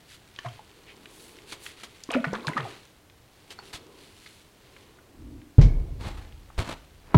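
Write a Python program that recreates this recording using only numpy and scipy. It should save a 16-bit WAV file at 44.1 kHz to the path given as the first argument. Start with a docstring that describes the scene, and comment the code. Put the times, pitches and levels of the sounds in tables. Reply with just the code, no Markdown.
"""In a quiet workshop, gloved hands turn and shake a big glass jar of herbs in oil. Gloves and sleeves
rustle by stick-slip friction; air glugs through the oil, each bubble ringing as a mass of liquid on a
spring of gas. The jar is stood on a wooden bench, whose low modes thump and shake the microphone while
the lid band chinks. A plastic bucket is then dragged off the bench, slides through the hands, is caught
and is knocked down with a hollow ring."""
import sys
import numpy as np
from scipy import signal
from scipy.fft import rfft, irfft, next_fast_len
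from scipy.io import wavfile

SR = 44100
rng = np.random.default_rng(int(sys.argv[2]) if len(sys.argv) > 2 else 0)


def generate_wav(signal):
    """Clip the signal to [-1, 1] and save it as 16-bit WAV at the path in sys.argv[1]."""
    frames = np.transpose(np.atleast_2d(signal))
    scaled = np.clip(frames, -1, 1) * 32767
    pcm = np.round(scaled).astype(np.int16)
    wavfile.write(sys.argv[1], SR, pcm)


N = 316197
TIME = np.arange(N) / SR

# spectrum of rubbing gloves and sleeves: (frequency [Hz], density [dB])
RUB_SPECTRUM = [(300, -45), (1500, -5.5), (2900, 0), (4400, 0), (5300, -6), (10000, -6.5), (15500, -23)]
# spectrum of skids and hard contacts: (frequency [Hz], density [dB])
CONTACT_SPECTRUM = [(120, -32), (220, -3), (350, -2.5), (600, -6.5), (4300, -3.5), (5200, -10),
                    (9000, -13.5), (15500, -30)]
# the jar's heel dragging on the wood: (time [s], level [dB])
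HEEL_DRAG = [(5.12, -62), (5.16, -52), (5.32, -46), (5.57, -59.5)]
# the jar landing, then rocking flat: (time [s], level [dB], contact time [s])
JAR_BLOWS = [(5.582, 2.5, 0.00278), (5.648, -8.5, 0.0036)]
# the bucket dragged off the bench: (time [s], level [dB])
BUCKET_DRAG = [(5.96, -91), (6.01, -44.5), (6.076, -40), (6.168, -52.5), (6.174, -47), (6.42, -74)]
# the bucket caught, then its rim and base meeting the bench: (time [s], level [dB], contact time [s])
BUCKET_BLOWS = [(6.58, 6.5, 0.011), (7.1438, -7.5, 0.0007), (7.1495, 1, 0.0026)]


def from_db(db):
    """Amplitude ratio of a level: tenfold for every 20 dB."""
    return 10 ** (np.asarray(db) / 20)


def rms_one(x):
    """Normalisation to unit mean power."""
    return x / np.sqrt(np.mean(x ** 2) + 1e-20)


def add(out, onset, sound):
    """Superposition: mix a sound in from its onset [s]."""
    start = max(round(onset * SR), 0)
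    part = sound[:max(N - start, 0)]
    out[start:start + len(part)] += part


def band(x, low_hz, high_hz, order=2):
    """Butterworth band-pass filtering."""
    edges = [low_hz, min(high_hz, SR / 2 - 1000)]
    return signal.sosfilt(signal.butter(order, edges, "band", fs=SR, output="sos"), x)


def coloured(x, spectrum, tilt_db=0):
    """Spectral shaping of a noise, with a tilt per octave; rms 1."""
    size = next_fast_len(len(x))
    octave = np.log2(np.maximum(np.arange(size // 2 + 1) * SR / size, 1))
    hz, db = np.transpose(spectrum)
    shape_db = np.interp(octave, np.log2(hz), db) + tilt_db * np.clip(octave, np.log2(hz[0]), None)
    shaped = irfft(rfft(x, size) * from_db(shape_db - shape_db.max()), size)
    return rms_one(shaped[:len(x)])


def decay(t, t60):
    """Exponential damping: 60 dB lost in t60 seconds."""
    return np.exp(-np.log(1000) * t / t60)


def swell(rise, t60):
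    """Transient envelope: exponential growth for three rise times, then exponential decay."""
    t = np.arange(-3 * rise, t60, 1 / SR)
    return np.where(t < 0, np.exp(t / rise * np.sqrt(2)), decay(t, t60))


def hump(peak_s, db, half_length):
    """Gaussian envelope of a movement that speeds up and slows down smoothly."""
    return from_db(db) * np.exp(-.5 * ((TIME - peak_s) / half_length) ** 2)


def gain_curve(rows):
    """Envelope interpolated through (time [s], level [dB]) rows, silent from 50 ms beyond either end."""
    times, db = np.transpose(rows)
    return from_db(np.interp(TIME, times, db)) * (TIME > times[0] - .05) * (TIME < times[-1] + .05)


def grains(size, spread_db, grain_s):
    """Stick-slip friction: noise made of tiny slips of uneven strength; rms 1."""
    position = np.arange(size) / (grain_s * SR)
    slips = np.clip(rng.standard_normal(N // 8), -2.5, 2.5)
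    strength = from_db(spread_db * np.interp(position, np.arange(len(slips)), slips))
    return rms_one(rng.standard_normal(N)[:size] * strength)


def room_air(level_db=-57.5):
    """Ambient noise: steady, and strongest at low frequencies."""
    # the quiet workshop: (frequency [Hz], density [dB])
    spectrum = [(25, -2), (102, 2.5), (210, -5), (290, -3.5), (766, -10.5), (3370, -20), (5630, -22.5),
                (15000, -27)]
    return from_db(level_db) * coloured(rng.standard_normal(N), spectrum)


def rustle(grain_db=3):
    """Sliding friction: rubber and wool rub with each turn of the jar."""
    # steady rubbing of the grip: (time [s], level [dB])
    grip = [(0, -63), (2.7, -55), (3.1, -71), (3.5, -60.5), (4.8, -72), (7.17, -64)]
    # strokes of glove and sleeve: (time [s], level [dB], half length [s], tilt [dB/octave])
    strokes = [(0.125, -50.5, 0.035, -2), (0.474, -54, 0.088, -6), (1.222, -54.5, 0.099, 4.5),
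               (1.512, -46, 0.024, -1), (1.652, -49, 0.03, 5), (1.684, -48.5, 0.032, -2.5),
               (1.806, -50.5, 0.024, -4), (2.707, -50, 0.068, -5.5), (3.673, -53, 0.034, -2),
               (4.024, -56, 0.058, -2), (4.267, -56, 0.14, -1), (4.752, -60, 0.16, -3.5)]
    rubbing = coloured(grains(N, grain_db, 0.0018), RUB_SPECTRUM, tilt_db=-3.2)
    out = gain_curve(grip) * (rubbing + crinkles())
    for peak_s, db, half_length, tilt_db in strokes:
        friction = coloured(grains(N, grain_db, 0.00094), RUB_SPECTRUM, tilt_db)
        out += hump(peak_s, db, half_length) * friction
    return out


def crinkles(count=110, level_db=14, low_hz=1500, high_hz=3400, t60=0.0059):
    """Elastic release: rubber lets go in tiny ticks of random time, pitch and strength."""
    out, envelope = np.zeros(N), swell(.0001, t60)
    for when, place, strength in rng.random((count, 3)):
        hz = low_hz * (high_hz / low_hz) ** place
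        tick = band(rng.standard_normal(SR // 4)[:len(envelope)] * envelope, hz / 2, hz * 2)
        add(out, when * N / SR, from_db(level_db) * (strength + .5) * tick / np.abs(tick).max())
    return out


def snaps(t60=.022, tail_db=-17, edge_ratio=1.42):
    """Impulse excitation: rubber snaps, lid band and handle click, each a spike with a crumbling tail."""
    # snaps and clicks: (time [s], peak level [dB], centre frequency [Hz])
    clicks = [(.362, -35, 3200), (0.389, -35.5, 2530), (1.057, -33, 2250), (1.387, -38, 2490),
              (1.664, -24, 2240), (2.037, -25.5, 5370), (2.117, -25.5, 6500), (2.333, -30.5, 4600),
              (2.47, -21, 3900), (3.099, -43.5, 2580), (3.506, -31, 3340), (4.274, -37, 3180),
              (4.765, -38.5, 1900), (5.417, -44.5, 2280), (6.324, -43, 2500), (6.502, -39.5, 920)]
    out, envelope = np.zeros(N), swell(0.0001, t60)
    for onset, db, hz in clicks:
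        force = from_db(tail_db) * rng.standard_normal(N)[:len(envelope)] * envelope
        force[0] = 1
        crack = band(force, hz / edge_ratio, hz * edge_ratio)
        add(out, onset, from_db(db) * crack / np.abs(crack).max())
    return out


def bubble(hz, end_hz, t60, rise_cycles):
    """Minnaert resonance: liquid bounces on a spring of air and rings down as the pitch glides."""
    t = np.arange(int(t60 * SR) + 2) / SR
    pitch = end_hz + (hz - end_hz) * np.exp(-4 * t / t60)
    attack = 1 - np.exp(-t * hz / rise_cycles)
    return np.sin(2 * np.pi * np.cumsum(pitch) / SR) * attack * decay(t, t60)


def cloud(size, centre_hz, spread_octaves, ring_cycles, count, range_db=18.5):
    """Incoherent sum of quickly damped bubbles of uneven strength, each rising in pitch; rms 1."""
    out = np.zeros(N)
    for when, place, strength in rng.random((count, 3)):
        hz = centre_hz * 2 ** (spread_octaves * (2 * place - 1))
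        ring = bubble(hz, hz * 1.18, ring_cycles / hz, rise_cycles=1)
        add(out, when * size / SR, from_db(range_db * strength) * ring)
    return rms_one(out[:size])


def waver(size, hz):
    """Random modulation: a new Gaussian value is reached every second cycle of a tone."""
    return np.interp(np.arange(size) * hz / SR / 2, np.arange(1000), rng.standard_normal(1000))


def glugs_and_clink(gain_db=2, chirp_hz=455, unsteady_db=3, shed_db=-14, shed_t60=0.046):
    """Bubble resonances chirp upwards; passing herbs make each unsteady and tear smaller bubbles off.
    One faint clink of the glass is voiced in the same way."""
    # single bubbles breaking free, and one faint high clink of the glass jar:
    # (time [s], level [dB], frequency [Hz], t60 [s])
    rings = [(0.389, -41.5, 334, 0.023), (.388, -38.5, 1110, 0.034), (.389, -30.5, 1750, 0.021),
             (.388, -31.5, 3000, 0.02), (.449, -33.5, 677, 0.099), (.486, -41, 3150, .02),
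             (.593, -40, 850, 0.051), (2.09, -35.5, 1055, 0.041), (2.132, -32, 2900, 0.028),
             (2.139, -25, 2500, .022), (2.148, -21, 1360, 0.02), (2.147, -24, 885, .021),
             (2.243, -13.5, 1340, 0.011), (2.252, -27.5, 1940, 0.028), (2.331, -22, 424, 0.015),
             (2.337, -21.5, 890, 0.017), (2.345, -24, 1170, 0.019), (2.353, -25.5, 1650, 0.012),
             (2.447, -34, 1060, 0.087), (2.4695, -27.5, 4030, 0.01), (2.482, -18.5, 1510, 0.012),
             (2.492, -32, 970, 0.087), (2.534, -28.5, 1980, 0.021), (2.5674, -20, 1190, 0.058),
             (2.579, -20.5, 1805, 0.031), (2.601, -24, 1730, 0.016), (3.589, -27.5, 1370, 0.0095),
             (3.589, -40.5, 4410, 0.048), (4.262, -31.5, 2070, .006), (4.987, -38, 1370, 0.011)]
    out, shedding = np.zeros(N), swell(.001, shed_t60)
    for onset, db, hz, t60 in rings:
        end_hz = hz + chirp_hz * np.sqrt(from_db(db))   # weaker rings rise less
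        ring = bubble(hz, end_hz, t60, rise_cycles=0.089)
        add(out, onset, from_db(db + gain_db + unsteady_db * waver(len(ring), hz)) * ring)
        fragments = cloud(len(shedding), hz, spread_octaves=0.98, ring_cycles=8.9, count=32)
        add(out, onset, from_db(db + shed_db) * shedding * fragments)
    return out


def air_pockets(unsteady_db=2.5, rise_cycles=0.48, fade_db=17):
    """Resonance depends on size: a big pocket glides as it deforms, and stops when it breaks up."""
    # air squeezed or stretched by the falling oil:
    # (time [s], level [dB], start frequency [Hz], end frequency [Hz], length [s])
    pockets = [(0.457, -29, 126.5, 107, 0.091), (2.09, -23, 325, 225, 0.015),
               (2.152, -14, 270.7, 217, 0.06), (2.161, -17, 500, 680, 0.034), (2.268, -27, 151, 166, 0.042),
               (2.298, -30.5, 179, 262, 0.146), (2.474, -18, 138, 167, 0.033),
               (2.493, -25.5, 271, 294, 0.019), (2.56, -22.5, 276, 187, 0.018), (2.583, -27, 150, 99, 0.1),
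               (2.652, -29.5, 843, 560, 0.031)]
    out = np.zeros(N)
    for onset, db, hz, end_hz, length in pockets:
        t = TIME[:int(length * SR)]
        age = t / length
        attack = 1 - np.exp(-t * hz / rise_cycles)
        break_up = np.minimum(5 * (1 - age), 1)
        envelope = attack * from_db(-fade_db * age) * break_up
        ring = np.sin(2 * np.pi * np.cumsum(hz + (end_hz - hz) * age) / SR)
        add(out, onset, from_db(db + unsteady_db * waver(len(t), hz)) * envelope * ring)
    return out


def splashes(spray_db=-10, spray_top_hz=4500, droplets_db=-21,
             gurgle_hz=875, gurgle_db=-1, froth_hz=2430, froth_db=-17):
    """Air entrainment: each slap bursts into fizz, spray and droplets, leaving a gurgle and froth."""
    # oil slapping the glass: (time [s], level [dB], centre frequency [Hz], rise time [s])
    slaps = [(.462, -39.5, 1270, 0.011), (2.105, -32.5, 2260, 0.0015), (2.149, -30.5, 1850, 0.018),
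             (2.245, -34, 1770, 0.0011), (2.352, -34, 1470, 0.011), (2.471, -32.5, 3120, 0.00061),
             (2.577, -29, 1450, 0.01)]
    out = np.zeros(N)
    for peak_s, db, centre_hz, rise in slaps:
        slap, trail, settling = swell(rise, t60=.07), swell(rise, t60=.17), swell(rise, t60=.5)
        fizz = cloud(len(slap), centre_hz, spread_octaves=0.6, ring_cycles=8.8, count=40)
        spray = rms_one(band(grains(len(slap), 5.8, 0.00059), centre_hz / 2, spray_top_hz, order=3))
        ticking = rms_one(band(grains(len(trail), 8, .0018), 5000, 9500))
        fineness = (centre_hz / spray_top_hz * 2) ** 2   # finer splashes throw more droplets
        droplets = from_db(droplets_db) * fineness * ticking
        # larger bubbles trail the splash; tiny ones go on popping among the herbs
        gurgle = cloud(len(trail), gurgle_hz, spread_octaves=1.366, ring_cycles=17, count=80)
        froth = cloud(len(settling), froth_hz, spread_octaves=0.59, ring_cycles=20, count=45)
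        onset = peak_s - 3 * rise
        add(out, onset, from_db(db) * slap * (fizz + from_db(spray_db) * spray))
        add(out, onset, from_db(db) * trail * (from_db(gurgle_db) * gurgle + droplets))
        add(out, onset, from_db(db + froth_db) * settling * froth)
    return out


def oil_wash():
    """Flow noise: oil runs softly along the glass."""
    # surges of oil: (time [s], level [dB], half length [s])
    surges = [(1.315, -55.5, 0.48), (2.548, -45, 0.15), (3.813, -54.5, 0.24), (4.844, -58.5, 0.24)]
    # running oil: (frequency [Hz], density [dB])
    spectrum = [(60, -22), (200, -11), (400, -1.5), (650, -16.5), (1050, -12.5), (1800, -32), (6000, -81)]
    return sum(hump(*surge) for surge in surges) * coloured(rng.standard_normal(N), spectrum)


def regrip(peak_s=0.898, db=-48, half_length=0.017, low_hz=1900, high_hz=3300):
    """Sliding friction: a glove swishes briefly round the glass to a new grip."""
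    return hump(peak_s, db, half_length) * rms_one(band(grains(N, 1.9, 0.0033), low_hz, high_hz))


def skids(grain_db=1.0, attack_s=0.0041, t60=0.092):
    """Stick-slip motion: the rubber lets go at once, chatters along the glass and grips again."""
    # gloves skidding as the jar is stopped: (time [s], level [dB], length [s])
    slips = [(1.519, -36, 0.007), (1.832, -36.5, 0.0035), (3.502, -44, 0.021), (3.728, -39, 0.031)]
    out, t = np.zeros(N), TIME[:SR // 3]
    for onset, db, length in slips:
        envelope = np.minimum(t / attack_s, 1) * decay(np.maximum(t - length, 0), t60)
        chatter = coloured(grains(len(t), grain_db, 0.0019), CONTACT_SPECTRUM)
        add(out, onset, from_db(db) * envelope * chatter)
    return out


def palm_thuds(pitch_hz=95, t60=0.032):
    """A heavily damped oscillation: the full jar thuds softly in the hand."""
    # palms bumping the jar: (time [s], level [dB])
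    bumps = [(1.531, -40), (3.743, -32)]
    out, t = np.zeros(N), TIME[:SR // 4]
    for onset, db in bumps:
        add(out, onset, from_db(db) * np.sin(2 * np.pi * pitch_hz * t) * decay(t, t60))
    return out


def heel_drag(low_hz=240, high_hz=317):
    """Friction in a narrow band: the jar's heel drags on the wood."""
    return gain_curve(HEEL_DRAG) * rms_one(band(rng.standard_normal(N), low_hz, high_hz))


def shudder(heel_db=-40, bucket_gain_db=5, landing_db=-22, tremble_db=-52.5):
    """Structure-borne sound: dragging and the jar's landing shake the bench, and so the microphone."""
    # rumble of the bench: (frequency [Hz], density [dB])
    spectrum = [(18, -42), (30, 7), (42, 4.5), (70, 2), (135, -9.5), (185, -22), (290, -19), (600, -32.5),
                (1000, -40.5), (3000, -79)]
    landing_s, heel = JAR_BLOWS[0][0], gain_curve(HEEL_DRAG)
    shaking = from_db(heel_db) * (heel / heel.max()) ** 2
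    shaking += from_db(bucket_gain_db) * gain_curve(BUCKET_DRAG)
    shaking += from_db(tremble_db) * (TIME > landing_s)   # working hands keep the bench trembling
    add(shaking, landing_s, from_db(landing_db) * swell(rise=0.022, t60=1.37))
    return shaking * coloured(rng.standard_normal(N), spectrum)


def struck(blow, modes, longest_t60=1):
    """Modal response to a smooth force pulse: the longer the contact, the duller the blow."""
    onset, db, contact_s = blow
    t, out = TIME[:SR], np.zeros(N)
    rings = sum((-1) ** k * from_db(mode_db) * np.sin(2 * np.pi * hz * t) * decay(t, min(t60, longest_t60))
                for k, (hz, mode_db, t60) in enumerate(modes))
    push = np.hanning(max(int(contact_s * SR), 1) + 2)
    add(out, onset, from_db(db) * signal.fftconvolve(rings, push / push.sum()))
    return out


def jar_landing():
    """Impact excitation: the heavy jar sets the bench's modes booming."""
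    # the bench loaded with the jar: (frequency [Hz], level [dB], t60 [s])
    modes = [(36.44, -6, 0.43), (40.34, -4, 0.37), (116.8, 6.5, 0.039), (148.8, -1, 0.098),
             (257, -11, 0.059), (254, -29.5, 0.42), (435, -19.5, 0.16), (573, -18.5, 0.21),
             (885, -6.5, 0.14)]
    return sum(struck(blow, modes) for blow in JAR_BLOWS)


def contact_cracks(grain_db=2.5):
    """Contact noise: a splintery burst of friction as the jar or the bucket meets the wood."""
    # hard contacts: (time [s], level [dB], rise time [s], t60 [s], tilt [dB/octave])
    cracks = [(5.584, -29, 0.000806, 0.25, -7.5), (5.616, -21.5, 0.0058, 0.17, -11),
              (7.145, -12.5, 0.000945, 0.067, -8)]
    out = np.zeros(N)
    for peak_s, db, rise, t60, tilt_db in cracks:
        envelope = swell(rise, t60)
        friction = coloured(grains(len(envelope), grain_db, .0012), CONTACT_SPECTRUM, tilt_db)
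        add(out, peak_s - 3 * rise, from_db(db) * envelope * friction)
    return out


def lid_chink(ring_db=-2, buzz_s=0.002, rattle_db=-38.5):
    """Amplitude modulation: the loose band buzzes against the glass, which roughens its ring."""
    # lid band and glass: (frequency [Hz], level [dB], t60 [s])
    modes = [(1700, -49, .45), (2200, -47, 0.64), (2250, -36.5, 0.2), (2390, -53, 0.42), (6040, -41, 0.12)]
    # the band striking as the jar settles: (time [s], level [dB], contact time [s])
    blow = (5.612, 0, .0001)
    buzz = 1 + np.interp(TIME / buzz_s, np.arange(N), rng.standard_normal(N))
    out = from_db(ring_db) * buzz * struck(blow, modes)
    envelope = swell(rise=0.00064, t60=0.21)
    rattle = rms_one(band(grains(len(envelope), 1.5, 0.00076), 2600, 5700))
    add(out, blow[0], from_db(rattle_db) * envelope * rattle)
    return out


def bucket_friction(swing_db=-49, swing_s=0.054):
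    """Stick-slip friction: plastic rasps over wood, then rubber; the bucket whooshes through the air on the
    downswing."""
    # the bucket sliding through the gloves: (time [s], level [dB])
    slide_levels = [(6.57, -65), (6.582, -31.5), (6.611, -33), (6.643, -46), (6.655, -39), (6.712, -35.5),
                    (6.74, -41), (6.755, -59)]
    # rasping plastic: (frequency [Hz], density [dB])
    spectrum = [(120, 4.5), (240, 3), (500, 0), (900, 1), (2000, -5.5), (4300, -9.5), (5200, -16.5),
                (9000, -20.5), (15500, -36)]
    drag = gain_curve(BUCKET_DRAG) * coloured(grains(N, 2.2, 0.0055), spectrum)
    slide = gain_curve(slide_levels) * coloured(grains(N, 4.3, .002), spectrum)
    whoosh = coloured(grains(N, 4.0, 0.00085), RUB_SPECTRUM, tilt_db=-19.5)
    landing_s = BUCKET_BLOWS[1][0]
    return drag + slide + hump(landing_s, swing_db, swing_s) * whoosh


def bucket_knocks(held_t60=0.044):
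    """Modal damping: the bucket bumps dully in the hand, then rings free and hollow on the bench."""
    # the plastic bucket: (frequency [Hz], level [dB], t60 [s])
    modes = [(94, -5, 0.11), (116, -4.5, 0.26), (179.6, -8.5, 0.28), (294, -13, 0.065), (408, -19, 0.025),
             (620, -9.5, 0.068), (980, 1, 0.039), (1330, -1, 0.03), (2245, -3, 0.049)]
    caught, *landing = BUCKET_BLOWS
    return struck(caught, modes, held_t60) + sum(struck(blow, modes) for blow in landing)


def reverberation(x, level_db=-16.5, t60=0.42, wall_hz=5450, delay_s=.004):
    """Diffuse reflection: dense, dull echoes from shelves and walls."""
    t = TIME[:SR]
    echoes = band(rng.standard_normal(SR), 128, wall_hz, order=1) * decay(t, t60) * (t > delay_s)
    return from_db(level_db) * signal.fftconvolve(x, echoes / np.sqrt(np.sum(echoes ** 2)))[:N]


def scene():
    """Superposition of all sources; the room's air, the rustle and the wash carry no echoes."""
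    shaken = glugs_and_clink() + air_pockets() + splashes()
    hands = snaps() + palm_thuds() + skids() + regrip()
    jar = heel_drag() + shudder() + jar_landing() + lid_chink()
    bucket = bucket_friction() + bucket_knocks()
    direct = shaken + hands + jar + bucket + contact_cracks()
    return (direct + room_air() + reverberation(direct) + rustle() + oil_wash())[None]


def record(dry, low_hz=12, high_hz=15900):
    """Band limiting and clipping: the deepest rumble, peaks beyond full scale and the top are cut."""
    high_pass = signal.butter(1, low_hz, "high", fs=SR, output="sos")
    low_pass = signal.ellip(10, .1, 80, high_hz, fs=SR, output="sos")
    clipped = np.clip(signal.sosfilt(high_pass, dry), -1, 1)
    return signal.sosfilt(low_pass, clipped)


dry = scene()
out = record(dry)
generate_wav(out)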